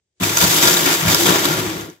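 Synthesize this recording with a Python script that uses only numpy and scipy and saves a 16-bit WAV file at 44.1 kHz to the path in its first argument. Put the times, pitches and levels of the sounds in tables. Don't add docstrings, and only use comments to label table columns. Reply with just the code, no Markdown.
import sys
import numpy as np
from scipy import signal
from scipy.fft import rfft, irfft
from scipy.io import wavfile
from scipy.ndimage import uniform_filter1d

SR = 44100
rng = np.random.default_rng(int(sys.argv[2]) if len(sys.argv) > 2 else 0)


def unload_audio(sound):
    columns = np.transpose(np.atleast_2d(sound))
    steps = np.round(np.clip(columns, -1, 1) * 32767)
    wavfile.write(sys.argv[1], SR, steps.astype(np.int16))


def gain_from_decibels(decibels):
    exponent = np.asarray(decibels, float) / 20
    return 10 ** exponent


N = 88200

# (frequency [Hz], density [dB per Hz])
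HUSH_SPECTRUM = [(24, -24), (40, 0), (287, -24), (360, -16), (977, -33), (9000, -25), (11700, -62),
                 (19800, -120)]
# (time [s], drone pitch [Hz], drone level [dB], rumble level [dB])
MOTOR_COURSE = [(0.207, 332.3, -30, -26), (0.391, 352, -32, -32), (0.435, 341.6, -22, -22),
                (0.495, 331.7, -27, -26.5), (0.671, 335.4, -20.5, -24), (0.691, 340.4, -23.5, -25),
                (0.935, 335, -25, -28), (1.029, 331.9, -34, -26.5), (1.085, 324.9, -28, -16),
                (1.194, 336.8, -24.5, -37), (1.295, 339.1, -19, -18), (1.355, 354, -25.5, -40),
                (1.385, 349.8, -22.5, -26.5), (1.684, 336.4, -29, -28), (1.893, 335.4, -37, -39.5),
                (2.0, 352, -71, -65)]
# (frequency [Hz], width [Hz], level [dB])
BOWL_MODES = [(81, 44, -8.5), (108, 32.5, -4.5), (162.3, 54, 0), (191.6, 27.6, -5.5), (236, 130, -12.5)]
# (time [s], peak [dB], ring [Hz], t60 [s])
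THUD_EVENTS = [(0.209, -17, 204, .03), (0.22, -4, 210, 0.019), (0.229, -21, 108, 0.07),
               (.27, -10, 332, 0.044), (0.333, -27, 186, .06), (.402, -10, 350, .06),
               (0.422, -9, 178, 0.13), (0.435, -11, 188, .06), (.47, -17, 172, 0.067),
               (0.65, -5, 325, 0.044), (0.673, -5, 317, .04), (0.778, -25, 168, 0.12),
               (0.865, -6, 317, 0.069), (1.0682, -6.5, 161, 0.03), (1.081, -3, 165, 0.036),
               (1.134, -8, 316, 0.078), (1.219, -7, 347, 0.11), (1.258, -7, 318, 0.058),
               (1.288, 0.5, 337, 0.051), (1.305, -6.5, 360, 0.048), (1.322, 1.5, 360, 0.027),
               (1.309, -11, 185, 0.063), (1.357, -2, 370, 0.038), (1.469, -12, 320, 0.03),
               (1.648, -11, 338.6, 0.13)]
# (time [s], peak [dB], ring [Hz], t60 [s])
CRACK_EVENTS = [(0.2339, -1, 2460, 0.025), (0.293, -6, 2360, 0.028), (0.3709, 6.5, 6400, 0.02),
                (0.3825, 0, 6640, 0.0058), (0.4094, -23, 3680, 0.032), (0.4248, 1, 4260, 0.02),
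                (0.4406, 3, 4530, 0.02), (0.612, -11, 3570, 0.02), (0.6447, -2, 3900, 0.021),
                (0.6740, 7.5, 4830, 0.013), (0.7305, 2.5, 5400, 0.021), (0.769, 1, 3800, 0.035),
                (0.8624, -1, 2510, 0.039), (1.0806, -2.5, 2200, 0.06), (1.1314, -7, 3550, 0.051),
                (1.1453, 6.5, 5200, 0.02), (1.1954, -29, 3540, 0.022), (1.2558, -3, 3630, 0.058),
                (1.2681, 3, 3500, 0.02), (1.2869, 1.5, 1630, 0.017), (1.321, -2, 3600, 0.054),
                (1.3564, -6, 1560, 0.011), (1.453, 3, 3850, 0.024), (1.6988, -20, 1705, 0.02),
                (1.8205, -30, 2061, 0.019), (1.899, -26, 6000, 0.023), (0.2001, -18.5, 3560, 0.016),
                (0.697, 0, 6500, .015), (0.8296, -4.5, 3370, 0.037), (1.306, -9, 3000, 0.019),
                (1.447, -7.5, 7350, 0.013), (1.488, -7, 3700, 0.017), (1.527, -8, 1980, .015),
                (1.81, -16, 6200, .015), (.681, 2, 4800, .015), (.746, -3, 3800, 0.023),
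                (.79, -7, 4500, .02)]
# (frequency [Hz], width [Hz], level [dB])
WALL_MODES = [(666, 54, -1.5), (970, 38, 5), (1161, 130, 3), (1401, 35, 10.5), (1665, 26, 1.5),
              (2410, 180, -5.5), (3600, 267, 0), (4820, 105, -5), (6730, 1800, -7)]
# (frequency [Hz], density [dB per Hz])
RATTLE_SPECTRUM = [(300, -41), (480, -9), (1400, -5), (4200, -5.5), (7800, -8), (10800, -10), (13000, -11),
                   (15600, -13.5)]
# (time [s], rattle level between surges [dB], extra weight of heavy pieces [dB])
LOAD_COURSE = [(0.208, -31, 5), (0.249, -23, -3.5), (.34, -24.5, 2.5), (.39, -18, -5.5), (.6, -19.5, -4),
               (.8, -19.5, -1.5), (1.05, -24, 2.5), (1.2, -17, -4), (1.42, -23.5, 2), (1.58, -26, 2.5),
               (1.8, -37, 4.5), (1.91, -49, 2.5), (2.0, -69.5, 4)]
# (time [s], hold [s], gain [dB], extra for heavy pieces [dB])
SURGE_EVENTS = [(0.217, 0.015, 4.5, 5), (0.398, .045, 4.5, 3), (0.49, 0.03, 3, 1), (0.518, 0.058, 2.5, 0.5),
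                (0.609, 0.078, 5, 1.5), (0.704, 0.038, 3, -3), (0.758, 0.021, 1.5, 1.5),
                (0.856, 0.032, 2, 3.5), (.92, 0.032, 2.5, -3.5), (1.065, 0.046, 3.5, -0.5),
                (1.107, 0.012, 2, -4), (1.249, 0.065, 2, 3.5), (1.336, 0.02, 2, 3.5),
                (1.432, 0.012, 1.5, 2.5), (1.489, 0.038, 2, 0), (1.778, 0.022, 1.5, 1.5)]
# (frequency [Hz], correlation [0-1])
PORT_LIKENESS = [(40, .75), (130, .97), (290, .85), (640, .7), (1200, .45), (2400, .4), (5000, .25),
                 (15000, .1)]
# (frequency [Hz], left minus right [dB])
LEFT_COLOUR = [(60, 0), (200, 1.5), (380, 2), (1300, 1.5), (3000, 3), (5800, -3), (8600, 4.5), (15000, 9)]
# (frequency [Hz], left lead [rad])
LEFT_PHASE = [(60, 0), (800, .5), (1250, 3), (2330, 7.5), (3500, 14), (15000, 14.5)]
# (frequency [Hz], half width [Hz], level [dB])
PORT_DIPS = [(4220, 74, -7.5), (5410, 110, -3.5), (8790, 214, -12.5), (9560, 490, -10)]

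HUSH_DB, STIR_DB, STIR_S, STIR_RISE_S = -78.5, 12, 0.15, 0.033
START_S, START_RISE_S = 0.197, 0.011
KNOCKS_PER_S, KNOCK_SPREAD_DB, KNOCK_S = 230, 4, 0.023
FLUTTER_HZ, DRONE_STEADY, DRONE_SKIRT_DB, DRONE_SIDE_DB, DRONE_WANDER = 41, 0.46, -1.5, -8, 0.03
SHAFT_DB, SHAFT_WALK_DB = -12, 4
THUD_DB, THUD_BOWL_DB = -9.5, -6
COUNTER_HZ, COUNTER_WIDTH_HZ, COUNTER_DB = 104, 4, 13
CRACK_DB, CRACK_NOISE_DB, CRACK_WALL_DB = -3.5, -1.5, -2.5
CRACK_RISE_S, CRACK_WIDTH = 0.00051, 0.17
SURGE_ATTACK_S, SURGE_RELEASE_S = 0.019, 0.024
TICKS_PER_S, TICK_SPREAD_DB, TICK_S, BED_DB = 2500, 4.5, 0.0016, 1
WALL_DB, WALL_PER_SURGE, WALL_WALK_DB = -11, 1.1, 2.0
FLICKER_DB, PATCH_DB = 0.6, 1.0
HEAVY_BELOW_HZ = 3340
BODY_DB, DRONE_DB, RUMBLE_DB = 4.0, -2.0, -3.0
BASS_CUT_HZ, TOP_HZ, CLIP = 74, 15730, 1.06


def level(x, db):
    return x * gain_from_decibels(db) / np.sqrt(np.mean(x ** 2))


def at(table, hz):
    table = np.array(table, float)
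    return np.interp(np.log(hz + 1), np.log(table[:, 0] + 1), table[:, 1])


def colour(x, gain):
    return irfft(rfft(x) * gain(np.arange(N // 2 + 1) * SR / N), N)


def ring(x, hz, width_hz):
    return signal.lfilter(*signal.iirpeak(hz, hz / width_hz, SR), x)


def smear(x, decay_s):
    return signal.lfilter([1], [1, -np.exp(-1 / (decay_s * SR))], x)


def decay(t, t60_s):
    return np.exp(-np.log(1000) * t / t60_s)


def walk(rate_hz):
    k = int(SR / rate_hz)
    steps = np.repeat(rng.standard_normal(N // 100)[:N // k + 1], k)
    slewed = uniform_filter1d(uniform_filter1d(steps, k), k)
    return level(slewed[:N], 0)


def hits(per_s, spread_db):
    chance, strength = rng.random((2, N))
    peak_db = np.minimum(-spread_db * np.log(strength + 1e-9), 18)
    return (chance < per_s / SR) * gain_from_decibels(peak_db)


def pair():
    def likeness(hz):
        return np.clip(at(PORT_LIKENESS, hz), -0.9, 0.99)

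    mid, side = rng.standard_normal((2, N))
    mid = colour(mid, lambda hz: np.sqrt((1 + likeness(hz)) / 2))
    side = colour(side, lambda hz: np.sqrt((1 - likeness(hz)) / 2))
    return np.array([mid + side, mid - side])


def hush(t):
    floor = level(colour(pair(), lambda hz: gain_from_decibels(at(HUSH_SPECTRUM, hz))), HUSH_DB)
    return floor * gain_from_decibels(STIR_DB * np.clip((t - STIR_S) / STIR_RISE_S, 0, 1))


def bowl(drive):
    return sum(gain_from_decibels(db) * ring(ring(drive, hz, 0.91 * width), hz, 0.91 * width)
               for hz, width, db in BOWL_MODES)


def rumble():
    noise = pair()
    knocks = smear(hits(KNOCKS_PER_S, KNOCK_SPREAD_DB), KNOCK_S)
    return level(bowl(noise * knocks), 0)


def drone(hz):
    def slow():
        noise = rng.standard_normal(N) + 1j * rng.standard_normal(N)
        return signal.lfilter(*signal.butter(2, FLUTTER_HZ, fs=SR), noise)

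    def tone(steady):
        flutter = level(slow().real, -9.5) + 1j * level(slow().imag, 1.4)
        return level(((steady + flutter) * turn).real, 0)

    angle = 2 * np.pi * np.cumsum(hz * (1 + DRONE_WANDER * walk(24.71))) / SR
    turn = np.exp(1j * angle)
    shaft = gain_from_decibels(SHAFT_DB + SHAFT_WALK_DB * walk(20.26)) * np.sin(angle / 2)
    mid = tone(DRONE_STEADY)
    side = gain_from_decibels(DRONE_SIDE_DB) * tone(0) * np.array([[1], [-1]])
    skirt = level(ring(pair(), 375, 200), DRONE_SKIRT_DB)
    return mid + side + skirt + shaft


def thuds():
    size = 4000
    out, t = np.zeros(N + size), np.arange(size) / SR
    for s, db, hz, t60 in THUD_EVENTS:
        boom = np.sin(2 * np.pi * hz * t) * decay(t, np.clip(t60, 0.01, 0.15))
        i = int(s * SR)
        out[i:i + size] += gain_from_decibels(db + THUD_DB) * boom / boom.max()
    booms = out[:N]
    counter = gain_from_decibels(COUNTER_DB) * ring(booms, COUNTER_HZ, COUNTER_WIDTH_HZ)
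    return booms + gain_from_decibels(THUD_BOWL_DB) * bowl(booms) * 3.1 + counter


def wall_ring(drive, walk_db=0):
    out = 0
    for hz, width, db in WALL_MODES:
        gain = gain_from_decibels(db + walk_db * walk(16.1)) if walk_db else gain_from_decibels(db)
        out = out + gain * ring(drive, hz, width)
    return out


def cracks():
    size = 3000
    out, t = np.zeros((2, N + size)), np.arange(size) / SR
    for s, db, hz, t60 in CRACK_EVENTS:
        noise = rng.standard_normal((3, size))
        noise = noise[:2] + 0.7 * noise[2]
        env = (1 - np.exp(-t / CRACK_RISE_S)) * decay(t, np.clip(t60, 0.005, 0.07))
        width = hz * CRACK_WIDTH
        burst = level(env * ring(ring(noise, hz, width), hz, width), 0)
        burst += level(env * ring(noise, 6100, 11000), CRACK_NOISE_DB)
        burst += level(wall_ring(noise * env), CRACK_WALL_DB)
        i = int(s * SR)
        out[:, i:i + size] += burst * gain_from_decibels(db + CRACK_DB) / np.abs(burst).max()
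    return out[:, :N]


def surges(t):
    s, hold, db, heavy_db = np.array(SURGE_EVENTS).T[:, :, None]
    rise = np.clip((t - s) / SURGE_ATTACK_S, 0, 1)
    shape = rise * np.exp(-np.maximum(t - s - hold, 0) / SURGE_RELEASE_S)
    return (db * shape).sum(axis=0), (heavy_db * shape).sum(axis=0)


def rattle(surge_db):
    def spectrum(hz):
        bass_cut = np.sqrt(1 + (450 / (hz + 1)) ** 6)
        return gain_from_decibels(at(RATTLE_SPECTRUM, hz)) * (hz > 0) / bass_cut

    power = smear(hits(TICKS_PER_S, TICK_SPREAD_DB) ** 2, TICK_S)
    ticks = level(power ** 0.5, 0)
    drive = pair() * np.sqrt(ticks ** 2 + gain_from_decibels(BED_DB) ** 2)
    wall = level(wall_ring(drive, WALL_WALK_DB), WALL_DB)
    patches = sum(gain_from_decibels(PATCH_DB * walk(16.74)) * ring(drive, hz, hz * 0.43)
                  for hz in 500 * 2.0 ** np.arange(0, 5.1, 0.5))
    plain = level(colour(patches, spectrum), 0)
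    mix = level(plain + wall * gain_from_decibels(WALL_PER_SURGE * surge_db), 0)
    return mix * gain_from_decibels(FLICKER_DB * walk(35.23))


def scene():
    t, load, motor = np.arange(N) / SR, np.array(LOAD_COURSE), np.array(MOTOR_COURSE)
    on = np.clip((t - START_S) / START_RISE_S, 0, 1) ** 2
    hz, drone_db, rumble_db = (np.interp(t, motor[:, 0], v) for v in motor.T[1:])
    surge_db, surge_heavy_db = surges(t)
    db = np.interp(t, load[:, 0], load[:, 1]) + surge_db
    heavy_db = np.interp(t, load[:, 0], load[:, 2]) + surge_heavy_db
    pieces = rattle(surge_db)
    heavy = colour(pieces, lambda f: 1 / (1 + (f / HEAVY_BELOW_HZ) ** 4))
    body = gain_from_decibels(db + BODY_DB) * (pieces + (gain_from_decibels(heavy_db) - 1) * heavy)
    body += gain_from_decibels(drone_db + DRONE_DB) * drone(hz)
    body += gain_from_decibels(rumble_db + RUMBLE_DB) * rumble()
    floor = hush(t)
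    return on * body + cracks() + thuds() + floor


def roll_off(x):
    return signal.sosfilt(signal.butter(12, 15690, fs=SR, output="sos"), x)


def record(dry):
    def port(hz, sign):
        dips = gain_from_decibels(sum(db / (1 + ((hz - f) / w) ** 2) for f, w, db in PORT_DIPS))
        tilt = gain_from_decibels(sign * at(LEFT_COLOUR, hz) / 2)
        return dips * tilt * np.exp(0.5j * sign * at(LEFT_PHASE, hz))

    x = signal.sosfilt(signal.butter(4, BASS_CUT_HZ, "high", fs=SR, output="sos"), dry)
    left = colour(x[0], lambda hz: port(hz, 1))
    right = colour(x[1], lambda hz: port(hz, -1))
    top_cut = signal.ellip(12, 0.2, 80, TOP_HZ, fs=SR, output="sos")
    x = signal.sosfilt(top_cut, np.array([left, right]))
    return roll_off(np.clip(x, -CLIP, CLIP))


dry = scene()
out = record(dry)
unload_audio(out)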